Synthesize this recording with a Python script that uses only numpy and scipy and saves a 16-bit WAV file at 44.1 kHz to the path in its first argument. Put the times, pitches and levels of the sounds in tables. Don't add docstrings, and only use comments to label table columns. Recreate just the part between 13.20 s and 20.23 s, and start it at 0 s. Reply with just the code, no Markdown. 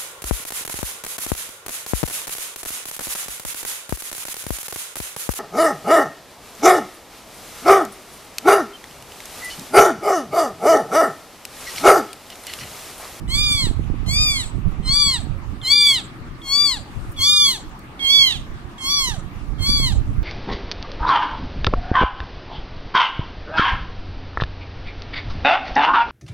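import sys
import numpy as np
from scipy import signal
from scipy.io import wavfile
from scipy.ndimage import uniform_filter1d, minimum_filter1d

SR = 44100
rng = np.random.default_rng(int(sys.argv[2]) if len(sys.argv) > 2 else 0)


def generate_wav(signal):
    frames = np.transpose(np.atleast_2d(signal))
    scaled = np.clip(frames, -1, 1) * 32767
    pcm = np.round(scaled).astype(np.int16)
    wavfile.write(sys.argv[1], SR, pcm)


N = 310023
TIME = np.arange(N) / SR


def from_db(db):
    return 10 ** (np.asarray(db) / 20)


def rms_one(x):
    return x / np.sqrt(np.mean(x ** 2) + 1e-20)


def in_time(rows, t):
    s, *columns = np.transpose(rows)
    return [np.interp(t, s, column) for column in columns]


def at_hz(points, hz):
    point_hz, value = np.transpose(points)
    return np.interp(np.log(hz), np.log(point_hz), value)


def sides(pan_db):
    gains = from_db(np.array([pan_db, -pan_db]) / 2)
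    return gains / np.sqrt(np.mean(gains ** 2, axis=0))


def peak(hz, centre_hz, half_width_hz):
    return 1 / (1 + ((hz - centre_hz) / half_width_hz) ** 2)


def band_pass(order, low_hz, high_hz):
    return signal.butter(order, [low_hz, high_hz], "band", fs=SR, output="sos")


def drift(rate, size):
    knots = rng.standard_normal(4096)
    return np.sqrt(3 / 2) * np.interp(np.arange(size) * rate / SR, np.arange(len(knots)), knots)


def drift_pair(rate, size):
    return np.array([drift(rate, size), drift(rate, size)])


def noise(spectrum, likeness, flicker_db):
    out = 0
    white = rng.standard_normal((2, 2, N))
    edges = 18 * 2 ** (np.arange(31) / 3)
    for k, (low, high) in enumerate(zip(edges, edges[1:])):
        if high < spectrum[0][0] or low > spectrum[-1][0]:
            continue
        hz = np.sqrt(low * high)
        mid, side = signal.sosfilt(band_pass(2, low, high), white[k % 2])
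        alike = np.clip(likeness if np.isscalar(likeness) else at_hz(likeness, hz), -1, 1)
        gain = from_db(at_hz(spectrum, hz) + flicker_db * drift(25, N))
        out = out + gain * (np.sqrt(1 + alike) * mid + np.sqrt(1 - alike) * side * [[1], [-1]])
    return rms_one(out)


def swells(rows):
    return sum(from_db(db) * np.exp(-((TIME - s) / length) ** 2) for s, length, db in rows)


def room_noise():
    # hz, relative level (dB per Hz)
    spectrum = [(25, 2), (90, -2.5), (130, 1), (180, -4.5), (290, -1), (420, -12), (600, -17), (800, -11),
                (1200, -13.5), (1600, -16), (2400, -19), (4500, -29.5), (9000, -36.5), (15000, -44)]
    # hz, correlation (0 to 1)
    likeness = [(30, 1), (130, 1), (290, 0.91), (640, .5), (1400, 0), (3000, 0), (15000, 0)]
    # hz, width_hz, level_db
    hollow = (1190, 190, -52)
    hz, width_hz, hollow_db = hollow
    band = band_pass(2, hz - width_hz / 2, hz + width_hz / 2)
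    mid, side = signal.sosfilt(band, rng.standard_normal((2, N)))
    resonance = rms_one(mid + 0.89 * side * [[1], [-1]])
    return from_db(-39) * noise(spectrum, likeness, flicker_db=2.4) + from_db(hollow_db) * resonance


def draught():
    # time_s, left_db, right_db
    flow = [(0.0, -27, -18), (.22, -33, -23), (.55, -39, -19), (.8, -54, -21.5), (1.05, -54, -19.5),
            (1.24, -47, -27), (1.4, -50, -23.5), (2.3, -52, -24.5), (2.6, -44, -45), (5.7, -46.5, -46),
            (5.84, -41, -33), (6.1, -49, -32), (6.46, -41, -21), (6.6, -26, -18), (6.82, -23, -21),
            (7.03, -30, -21)]
    # time_s, half_length_s, level_db, left_minus_right_db
    gusts = [(0.163, 0.015, -21.5, -15), (0.497, .035, -27, -5), (0.61, 0.011, -12.5, -19),
             (0.737, 0.034, -35, -28), (0.882, 0.013, -10.5, -38), (1.028, 0.037, -23, -19),
             (1.374, 0.045, -19, -20), (1.466, 0.039, -19.5, -28), (1.604, .015, -25, -28),
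             (1.68, 0.027, -22, -23), (1.875, 0.028, -23, -25), (2.085, 0.039, -21, -22),
             (2.31, 0.035, -27, -22), (2.779, .025, -34.5, 14), (2.902, 0.027, -42, 13),
             (3.072, 0.099, -35.5, 19), (3.595, 0.041, -32, -14), (3.789, 0.042, -24, 27),
             (3.896, 0.029, -25, -5.5), (4.008, 0.053, -32, 0), (4.467, 0.061, -33.5, -16),
             (5.19, 0.046, -27, -10), (5.33, 0.036, -27.5, -12), (5.46, 0.038, -30.5, -18),
             (5.695, .03, -36, 9), (5.93, 0.07, -28.5, -22), (6.303, 0.036, -25, -22),
             (6.415, 0.011, -19, -25), (6.506, 0.018, -13.5, -23), (6.78, 0.05, -17.5, -8),
             (6.91, 0.034, -18.5, -9)]
    # hz, relative level (dB per Hz)
    buffet = [(12, -30), (20, 1), (46, -0.5), (113, -7.5), (241, -18), (562, -58.5), (650, -37.5),
              (840, -86), (1430, -120)]
    trim_db, lump_db, eddies_per_s = -0.5, 3.0, 60
    power = from_db(np.array(in_time(flow, TIME))) ** 2
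    for *gust, pan_db in gusts:
        power += (sides(pan_db)[:, None] * swells([gust])) ** 2
    force = np.sqrt(power) * from_db(lump_db * drift_pair(eddies_per_s, N))
    return from_db(trim_db) * force * noise(buffet, 0.18, flicker_db=2.5)


def bumps():
    # time_s, peak_db, left_minus_right_db
    air_bumps = [(0.469, -15, -31), (0.511, -16, -21), (0.594, -16, -9), (0.7, -16.5, -19),
                 (0.741, -20.5, -21), (0.83, -23, -21.0), (1.381, -23, -22), (2.07, -22, -20),
                 (2.326, -28, -21), (5.888, -25, -4), (6.408, -26.5, -25), (6.493, -16, -23),
                 (6.599, -16.5, -21), (6.77, -26, -22)]
    pushes = np.zeros((2, N))
    for (s, db, pan_db), sign in zip(air_bumps, rng.choice([-1, 1], len(air_bumps))):
        pushes[:, round(s * SR)] = sign * from_db(db) * sides(pan_db)
    dull = band_pass(3, 45, 320)
    one_push = signal.sosfilt(dull, signal.unit_impulse(SR // 10))
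    return signal.sosfilt(dull, pushes + 1e-18) / one_push.max()


def small_sounds():
    # time_s, half_length_s, level_db
    rustles = [(.7, 0.1, -75), (3.06, 0.063, -69.5), (3.84, 0.15, -53.5), (4.5, .08, -77),
               (6.1, 0.086, -77)]
    # hz, relative level (dB per Hz)
    cloth = [(500, 2), (1500, 8), (3500, 0), (6000, -2), (9500, 0), (15000, -12)]
    # time_s, half_length_s, level_db
    ticks = [(3.922, .01, -49), (4.494, .004, -58), (4.593, .003, -49)]
    tick_spectrum = [(4000, -14), (9000, 0), (15000, -2)]   # (hz, relative dB per Hz)
    rustle = swells(rustles) * noise(cloth, .3, flicker_db=2)
    return rustle + swells(ticks) * noise(tick_spectrum, .5, flicker_db=1.5)


def room(x):
    t60_s = .35
    t = TIME[:SR // 2]
    tail = rng.standard_normal((2, len(t))) * from_db(-60 * t / t60_s) * (t > .004)
    tail = signal.sosfilt(signal.butter(1, 11000, fs=SR, output="sos"), tail)
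    tail /= np.sqrt(np.sum(tail ** 2, axis=1, keepdims=True))
    return signal.fftconvolve(x, tail, axes=1)[:, :N]


def gesture(age, call, arch, jaw):
    _, level_db, opening_db, attack_s, _ = call
    dip_s, top_s, bottom_s, opening_hz, dip_hz, top_hz, bottom_hz, sag_share = arch
    open_hz, drop_hz, bright_db = jaw
    rise = np.sin(np.pi / 2 * np.clip((age - dip_s) / (top_s - dip_s), 0, 1))
    past_top = np.maximum(age - top_s, 0)
    late = np.minimum(past_top / (bottom_s - top_s), 1)
    fall = sag_share * late ** 1.5 + (1 - sag_share) * late ** 4.5
    fall_hz = (top_hz - bottom_hz) * fall
    pitch = np.interp(age, [0, dip_s], [opening_hz, dip_hz]) + (top_hz - dip_hz) * rise - fall_hz
    softness = np.exp(-(age / attack_s) ** 1.24)
    whimper_db, fade_hz = -47, 416
    weakness = 1 - np.exp(-(fall_hz / fade_hz) ** 1.57)
    effort_db = level_db + (opening_db - level_db) * softness + (whimper_db - level_db) * weakness
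    opening_rise_hz, opening_s, closing_s = 1160, 0.057, 0.087
    closed = 1 - np.exp(-(past_top / closing_s) ** 2)
    mouth_hz = open_hz - opening_rise_hz * np.exp(-age / opening_s) - drop_hz * closed
    harsh_db_per_hz = 0.0639
    return pitch, effort_db, mouth_hz, bright_db + harsh_db_per_hz * (top_hz - pitch)


def puff(age):
    centre_hz, width_hz, length_s = 3450, 480, 0.005
    band = band_pass(1, centre_hz - width_hz / 2, centre_hz + width_hz / 2)
    air = rms_one(signal.sosfilt(band, signal.sosfilt(band, rng.standard_normal(SR))))
    return air[:len(age)] * np.exp(-(age / length_s) ** 2)


def meow(call, arch, jaw, notch, pose, pan, lag_s, husk):
    # hz, gain_db
    throat = [(600, 15.5), (1200, -14.5), (1700, 2), (2400, -1), (3300, -5.5), (4600, -5.5), (5300, -13),
              (6500, -12.5), (8200, -16.5), (9500, -22), (12000, -23), (15500, -25.5)]
    # hz, half_width_hz
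    formants = [(1100, 1020), (2300, 230), (3450, 1200), (5800, 410), (8000, 400)]
    pan_hz = [2300, 3670, 4690, 5600, 8640]
    mouth_depth_db, mouth_half_width_hz, notch_half_width_hz = 23.5, 930, 87
    release_s, air_tail_s = 0.06, 0.044
    start_s, puff_db = call[0], call[-1]
    dip_s, bottom_s = arch[0], arch[2]
    first, size = round(start_s * SR), round((bottom_s + air_tail_s) * SR)
    t = TIME[:size]
    pitch, effort_db, mouth, bright_db = gesture(t, call, arch, jaw)

    pitch = uniform_filter1d(pitch, size=700, mode="nearest")
    slack = np.clip((1030 - pitch) / 220, 0, 1)
    unsteady = 0.0018 * drift(69.6, size) + (0.0012 + 0.011 * slack) * drift(900, size)
    phase = 2 * np.pi * np.cumsum(pitch * (1 + unsteady)) / SR
    shimmering_db = effort_db + 1.23 * (1 + slack) * drift(131.5, size)

    voice = np.zeros((2, size))
    for k in range(1, 18):
        hz = k * pitch
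        db = shimmering_db + at_hz(throat, hz)
        db += mouth_depth_db * (peak(hz, mouth, mouth_half_width_hz) - 1)
        db += bright_db * np.interp(hz, [4380, 7670, 12000, 15500], [0, 1, 1, 0])
        db += sum(gain * peak(hz, *formant) for gain, formant in zip(pose, formants))
        db += notch[1] * peak(hz, notch[0], notch_half_width_hz)
        db = db + 3.0 * np.clip((hz - 2800) / 5000, .1, 1.5) * drift_pair(45, size)
        db = db - slack * (16 * np.clip((hz - 4500) / 7000, 0, 1) + 2 * np.log(k))
        ports = sides(np.interp(hz, [1100] + pan_hz, [0] + list(pan)))

        port_lag = np.clip(2 * np.pi * hz * lag_s, -2.1, 2.1)
        lag = np.pi * k * k / 4 + np.array([[1], [0]]) * port_lag
        lag = lag + np.clip((hz - 4000) / 5000, 0, 1) * drift_pair(22, size)
        lag = lag + (hz / 13000) ** 2 * (0.26 + slack) * drift(1100, size)
        voice += from_db(db) * ports * (hz < SR * .4) * np.sin(k * phase - lag)
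    voice *= np.clip((bottom_s - t) / release_s + .5, 0, 1)

    hiss_db = pose[-1] - 19.0 + 0.48 * effort_db + 2 * slack - 5 * np.exp(-(t / dip_s) ** 2)
    ebb = np.clip((t[-1] - t) / (2 * air_tail_s), 0, 1)
    pulsing = 1 + .5 * np.cos(phase)
    voice += husk[:, first:first + size] * ebb * from_db(hiss_db) * pulsing
    voice += from_db(puff_db) * puff(t)
    fade = np.clip(t / .003, 0, 1) * np.clip((t[-1] - t) / .012, 0, 1)
    return np.pad(voice * fade, ((0, 0), (first, N - first - size)))


def scene():
    # start_s, level_db, opening_level_db, attack_s, puff_db
    meows = [(.076, -8, -43, 0.033, -52), (.86, -8, -36.5, 0.05, -48), (1.626, -2.5, -44, .048, -54),
             (2.414, 1.25, -35, 0.049, -36), (3.215, -4.5, -40, 0.057, -38), (3.962, 1, -30.5, .048, -38),
             (4.791, -1, -27.5, 0.064, -35), (5.579, -4.5, -33, 0.061, -40), (6.382, -9, -43, 0.035, -50)]
    # dip_s, top_s, bottom_s (after the start),
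    # opening_hz, dip_hz, top_hz, bottom_hz, share of the fall that is a gentle sag (0 to 1)
    arches = [(0.012, 0.153, 0.44, 1026.0, 998.0, 1200.0, 669.0, 0.23),
              (0.016, 0.166, 0.43, 1031.0, 1020.0, 1226.0, 615.0, 0.51),
              (0.046, 0.167, 0.405, 1040.0, 1019.0, 1171.0, 510.0, 0.35),
              (0.042, 0.164, 0.437, 1083.0, 1005.0, 1183.0, 479.0, 0.21),
              (0.073, 0.225, 0.397, 1095.0, 1077.0, 1174.0, 570.0, 0.71),
              (0.045, 0.173, 0.457, 1175.0, 1057.0, 1209.0, 438.0, 0.29),
              (0.081, 0.171, 0.41, 1107.0, 1070.0, 1137.0, 580.0, 0.59),
              (0.06, 0.171, 0.41, 1095.0, 1053.0, 1149.0, 540.0, 0.61),
              (0.049, 0.146, 0.388, 1081.0, 1054.0, 1157.0, 448.0, 0.28)]
    # open_resonance_hz, drop_on_closing_hz, brightness_db
    mouths = [(4395, 450, 6), (4750, 830, 9), (4540, 720, -1.5), (4375, 630, 2.5), (4450, 550, 3.5),
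              (4165, 400, 7.5), (3850, 320, 4.5), (4090, 470, 8), (4400, 670, 7)]
    # hz, gain_db
    notches = [(4630, -4.5), (4560, -8), (4604, -3.5), (4330, -8.5), (4300, -5), (4300, 0.5), (4230, -5.5),
               (4160, -4.5), (3960, 0)]
    # gain_db of each of the five lesser resonances, then relative huskiness_db
    poses = [(4.5, 0, 1.5, 1, 9.5, -18), (6.5, 4, 2, 2, 6.5, -20.5), (4, -9, -1.5, 1, 17.5, -25),
             (-5, -0.5, 1, -4.5, 6, -29), (6, -9, -0.5, -2.5, 6.5, -21.5), (2, -10.5, -0.5, 4, -5, -20),
             (-3, -4, 3, 3, -14, -22), (9, -8, -4.5, 12, -8, -21.5), (5, -6, 0, 4, -3, -20)]
    pans = [(-7.5, 1.5, -3.5, -6, -2), (-8.5, 1.5, 3, 0, -2.5), (-1, -6.5, 7, -3, 3.5),
            (-2, -4.5, 8, -9, 7), (-7.5, 2, 8.5, -2, 10), (-3, 0.5, 1.5, 0, 3), (-4.5, -12, 10, -7, -3),
            (0.5, -11, 8, -7.5, -4), (-5, -6.5, 7.5, -5.5, -8)]
    left_lags = [.000115, -0.0055, .000045, .00002, -.00004, .000065, -0.0056, .00017, .0001]
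    # hz, relative level (dB per Hz)
    turbulence = [(900, -25.5), (2000, -24), (2900, -23.5), (3700, -7.5), (4400, 19), (5300, -4), (6500, 2),
                  (9000, 12.5), (12500, -11), (15500, -6)]
    husk = noise(turbulence, 0.79, flicker_db=2.0)
    cries = zip(meows, arches, mouths, notches, poses, pans, left_lags)
    kitten = sum(meow(*cry, husk) for cry in cries)
    echo = from_db(-18) * room(kitten)
    return kitten + echo + draught() + bumps() + room_noise() + small_sounds()


def record(dry):
    cutoff_hz = 15650
    headroom = np.minimum(1, .93 / (np.abs(dry).max(axis=0) + 1e-9))
    gain = uniform_filter1d(minimum_filter1d(headroom, size=600), size=600)
    steep = signal.ellip(18, .1, 90, cutoff_hz, fs=SR, output="sos")
    return signal.sosfilt(steep, dry * gain)


dry = scene()
out = record(dry)
generate_wav(out)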